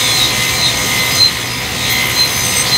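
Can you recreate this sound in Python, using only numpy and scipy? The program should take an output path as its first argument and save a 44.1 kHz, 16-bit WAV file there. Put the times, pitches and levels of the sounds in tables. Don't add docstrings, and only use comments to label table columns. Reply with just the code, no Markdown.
import sys
import numpy as np
from scipy import signal
from scipy.io import wavfile
from scipy.ndimage import uniform_filter1d

SR = 44100
rng = np.random.default_rng(int(sys.argv[2]) if len(sys.argv) > 2 else 0)


def generate_wav(sig):
    pcm = np.round(np.clip(np.atleast_2d(sig).T, -1, 1) * 32767).astype(np.int16)
    wavfile.write(sys.argv[1], SR, pcm)


def how_loud(loudness_db):
    steps = np.asarray(loudness_db, float) / 20
    return 10 ** steps


N = 122157
STEP = 64

# t/s, rate/(turns per s)
SHAFT_SPEED = [
    (0, 68.49),
    (1.3, 68.49),
    (1.6, 68.66),
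    (1.9, 68.62),
    (2.05, 68.52),
    (2.77, 68.52),
]
MEAN_SHAFT_HZ = np.mean(SHAFT_SPEED, axis=0)[1]


def shaft_turns():
    return np.cumsum(in_time(*np.transpose(SHAFT_SPEED))) / SR


# t/s, bite depth as chip hiss level/dB, grain hardness as extra brightness level/dB
BITE_AND_GRAIN = [(0.0, -22.5, -9), (0.02, -24.5, -10), (0.76, -29, -9), (0.82, -26, -10),
                  (0.86, -26, -9.5), (1.13, -27.5, -4.5), (1.16, -25.5, -7.5), (1.3, -30.5, -10),
                  (1.74, -33.5, -5.5), (1.89, -28, -11), (1.9, -26.5, -3), (2.09, -36.5, -2),
                  (2.1, -30.5, -7), (2.31, -29, 0.5), (2.62, -26.5, -7), (2.63, -32.5, -4),
                  (2.75, -26, -6.5), (2.77, -26, -4)]


def cutting_force():
    s, *cut = np.transpose(BITE_AND_GRAIN)
    control_s = np.arange(N // STEP + 2) * STEP / SR
    cut = [np.interp(control_s, s, column) for column in cut]
    return [column - column.mean() for column in cut]


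# f/Hz, share/1
BITE_SHARE = [(1000, 0.48), (3000, 0.13), (6000, 0.98), (11000, 0.99)]
# f/Hz, share/1
HARDNESS_SHARE = [(8500, 0), (11000, 0.88)]


def cut_db(hz, cut):
    bite, hardness = cut
    return np.outer(at_hz(BITE_SHARE, hz), bite) + np.outer(at_hz(HARDNESS_SHARE, hz), hardness)


TEETH_PER_SET = 30
SHAFT_ORDERS = [k for k in range(9, 214) if k < 134 or abs(k - 30 * round(k / 30)) < 2]
# f/Hz, level/dB
PLATE_MODES = [(8267, -41), (9085, -44), (12365, -46), (14440, -44), (2195, -40), (6300, -41), (6500, -42)]
# f/Hz, level/dB per line
UNEVEN_TOOTH_LINES = [(600, -44.5), (1500, -52.5), (2100, -35.5), (2900, -54), (3700, -41), (5500, -63.5),
                      (6400, -47), (10000, -56.5)]
# line level/dB, adjacent line level/dB
TOOTH_PAIR_LINES = [
    (-30.5, -36.5),
    (-32.5, -43.5),
    (-32, -36.5),
    (-43, -60),
    (-50, -60),
    (-47.5, -50.5),
    (-42, -57),
]
# shaft multiple/1, level/dB
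BLADE_SLOT_LINES = [(18, -35), (27, -34), (74, -35), (73, -38), (132, -41), (78, -42), (93, -40)]


def line_spectrum(order, hz, cut):
    db = at_hz(UNEVEN_TOOTH_LINES, hz) + 2 * rng.standard_normal(len(order))
    start = rng.random(len(order))
    for k, (line_db, side_db) in enumerate(TOOTH_PAIR_LINES):
        away = abs(order - TEETH_PER_SET * (k + 1))
        db[away == 1] = side_db
        db[away == 0] = line_db
        if k == 0:
            start[away <= 1] = 0
    start[(order > TEETH_PER_SET) & (hz < 2800)] *= .3
    for multiple, line_db in BLADE_SLOT_LINES:
        db[order == multiple] = line_db
    db[-len(PLATE_MODES):] = np.array(PLATE_MODES)[:, 1]
    weak = (db < -36)[:, None]
    wander_db = 4 * drift(5, count=len(order)) * weak
    return db[:, None] + cut_db(hz, cut) + wander_db, start


# centre t/s, length t/s, f/Hz, glide/(Hz per s), boost level/dB
PANEL_SWELLS = [(.05, 0.18, 3640, -3500, 15.5), (0.133, 0.12, 4111, -82, 11.5),
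                (0.213, 0.093, 3880, -2600, 20), (.28, 0.086, 4110, -100, 10.5),
                (.34, .14, 3200, -4000, 11), (.47, .18, 2620, -3600, 11), (.42, .16, 3400, -1500, 5),
                (0.43, 0.17, 2055, -100, 9.5), (0.656, 0.14, 4066, -88, 18),
                (0.643, 0.036, 3960, -800, 12.5), (0.679, 0.052, 3720, -1500, 19),
                (1.01, 0.21, 2060, -100, 11.5), (1.004, 0.031, 4110, -100, 11),
                (1.18, 0.074, 4700, -3100, 13), (1.235, 0.08, 4120, -100, 26), (1.27, .06, 4110, -100, 15),
                (1.38, .12, 2900, -300, 8), (1.64, .5, 2640, -210, 12), (1.95, .15, 4115, -100, 10),
                (2.0, 0.17, 2103, -100, 20), (2.006, 0.37, 3160, -1900, 17), (2.213, 0.079, 4120, -100, 24),
                (2.745, 0.044, 4110, -100, 22), (2.68, .05, 4620, -1900, 22)]
# centre t/s, length t/s, f/Hz,
# glide/(Hz per s), boost level/dB
MORE_SWELLS = [(2.66, .12, 4110, -100, 5), (2.75, .06, 3980, -800, 10), (1.87, .08, 3640, -300, 7),
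               (2.19, .1, 6170, -100, 6), (2.45, .14, 6170, -100, 9), (2.6, .07, 6170, -100, 10),
               (2.47, .13, 8250, -100, 10), (2.59, .1, 8250, -100, 16), (2.38, .27, 10280, -100, 12),
               (.46, .1, 12340, -100, 6), (.95, .25, 12340, -100, 5), (1.96, .08, 12340, -100, 6),
               (2.4, .4, 12340, -100, 4), (.53, .09, 14420, -100, 10), (1.03, .25, 14420, -100, 7),
               (1.92, .05, 14420, -100, 12), (2.06, .09, 14420, -100, 9), (1.19, .06, 9050, -100, 6),
               (2.41, .05, 9050, -100, 7)]


def resonant_lift(hz, s):
    lift = np.ones((len(hz), len(s)))
    for middle, length, centre_hz, glide, boost_db in PANEL_SWELLS + MORE_SWELLS:
        sharpness, power = (32, 2) if glide > -200 else (21, 4)
        since = s - middle
        off = (hz[:, None] - centre_hz - glide * since) * 2 * sharpness / centre_hz
        envelope = np.exp(-(2 * since / length) ** power)
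        lift += (how_loud(boost_db) - 1) * envelope / (1 + off ** 2)
    return lift


def line_roughness(hz):
    rough = np.clip(.22 * (hz / 4000) ** 2.36, 0, .95)[:, None]
    chance = complex_drift(45, count=len(hz))
    return np.sqrt(1 - rough ** 2) + rough * chance / np.sqrt(2)


def teeth(turns, cut):
    order = np.array(SHAFT_ORDERS + [hz / MEAN_SHAFT_HZ for hz, db in PLATE_MODES])
    hz = order * MEAN_SHAFT_HZ
    s = np.arange(len(cut[0])) * STEP / SR
    db, start = line_spectrum(order, hz, cut)
    size = how_loud(db + 4) * resonant_lift(hz, s) * line_roughness(hz)
    return sum(tone(2 * np.pi * (k * turns + p), a) for k, p, a in zip(order, start, size))


# f/Hz, level/dB per Hz
CHIP_SPECTRUM = [(1000, -14), (1600, -8), (2200, -0.5), (3500, -0.5), (5600, -8), (6400, -8.5), (9000, -11),
                 (15500, -16)]


def chips(turns, cut):
    throb = 1 + 0.19 * np.cos(2 * np.pi * turns)
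    follow = 0.51 * np.array(cut)
    hiss = highpass(banded_noise(CHIP_SPECTRUM, patchy_db=1.5, flicker=14.0, cut=follow), 2, 900)
    return how_loud(-19) * throb * hiss


# f/Hz, level/dB
MOTOR_TONES = [(120, -30), (506, -36), (732, -42), (759, -41), (980, -36), (1028, -41), (1050, -41),
               (250, -39)]
# f/Hz, level/dB per Hz
RUMBLE_SPECTRUM = [(35, -13), (60, -2.5), (119, -1.5), (416, -8), (507, -10), (694, -13), (1000, -11),
                   (1800, -17.5), (2340, -33), (3960, -120)]


def machine():
    tones = 0
    for (hz, db), chance in zip(MOTOR_TONES, complex_drift(7.9, count=len(MOTOR_TONES))):
        size = how_loud(db + 3.5) * (1 + 0.46 * chance / 2)
        tones = tones + tone(2 * np.pi * hz * np.arange(N) / SR, size)
    noise = banded_noise(RUMBLE_SPECTRUM, patchy_db=0.8, flicker=12.0, cut=(0, 0))
    return tones + how_loud(-23.5) * highpass(noise, 4, 44.6)


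def in_time(s, values):
    return np.interp(np.arange(N) / SR, s, values)


def at_hz(points, hz):
    points = np.array(points)
    return np.interp(np.log(hz), np.log(points[:, 0]), points[:, 1])


def highpass(x, order, hz):
    return signal.sosfilt(signal.butter(order, hz, "high", fs=SR, output="sos"), x)


def drift(rate, count):
    r = np.exp(-2 * np.pi * rate * STEP / SR)
    white = rng.standard_normal((count, N // STEP + 602))
    slow = signal.lfilter([1], [1, -2 * r, r * r], white)[:, 600:]
    return slow / slow.std()


def complex_drift(rate, count):
    return drift(rate, count) + 1j * drift(rate, count)


def tone(phase, size):
    angle = (phase % (2 * np.pi)).astype(np.float32)
    size = in_time(np.arange(len(size)) * STEP / SR, size)
    return size.real * np.cos(angle) - size.imag * np.sin(angle)


def banded_noise(spectrum, patchy_db, flicker, cut):
    edges = 23 * 2 ** np.arange(0, 9.7, 1 / 3)
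    white = rng.standard_normal((2, N))
    own = drift(flicker, count=len(edges))
    shared = drift(flicker, count=1)[0]
    s = np.arange(len(shared)) * STEP / SR
    out = 0
    for k, (low, high) in enumerate(zip(edges, edges[1:])):
        centre_hz = np.sqrt(low * high)
        band_filter = signal.butter(2, [low, high], "band", fs=SR, output="sos")
        band = signal.sosfilt(band_filter, white[k % 2])
        flicker_db = patchy_db * (own[k] + 0.44 * shared)
        level_db = at_hz(spectrum, centre_hz) + flicker_db + cut_db(centre_hz, cut)[0]
        out = out + band * in_time(s, how_loud(level_db))
    return out / out.std()


def scene():
    turns = shaft_turns()
    cut = cutting_force()
    return (teeth(turns, cut) + chips(turns, cut) + machine())[None]


def low_pass(x):
    return signal.sosfilt(signal.butter(12, 16180, fs=SR, output="sos"), x)


def record(dry):
    level_db = 10 * np.log10(uniform_filter1d(dry[0] ** 2, size=882) + 1e-12)
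    over_db = 0.56 * (level_db + 10.5)
    recovery_db = 6 * np.arange(N) / SR
    duck_db = np.maximum(np.maximum.accumulate(over_db + recovery_db) - recovery_db, 0)
    r = np.exp(-1 / (0.079 * SR))
    ducked = dry * how_loud(-signal.lfilter([1 - r], [1, -r], duck_db))
    saturated = 1.298 * np.tanh(ducked / 1.304)
    top_cut = signal.ellip(14, .3, 60, 15720, fs=SR, output="sos")
    mix = signal.sosfilt(top_cut, saturated)
    return low_pass(mix)


dry = scene()
out = record(dry)
generate_wav(out)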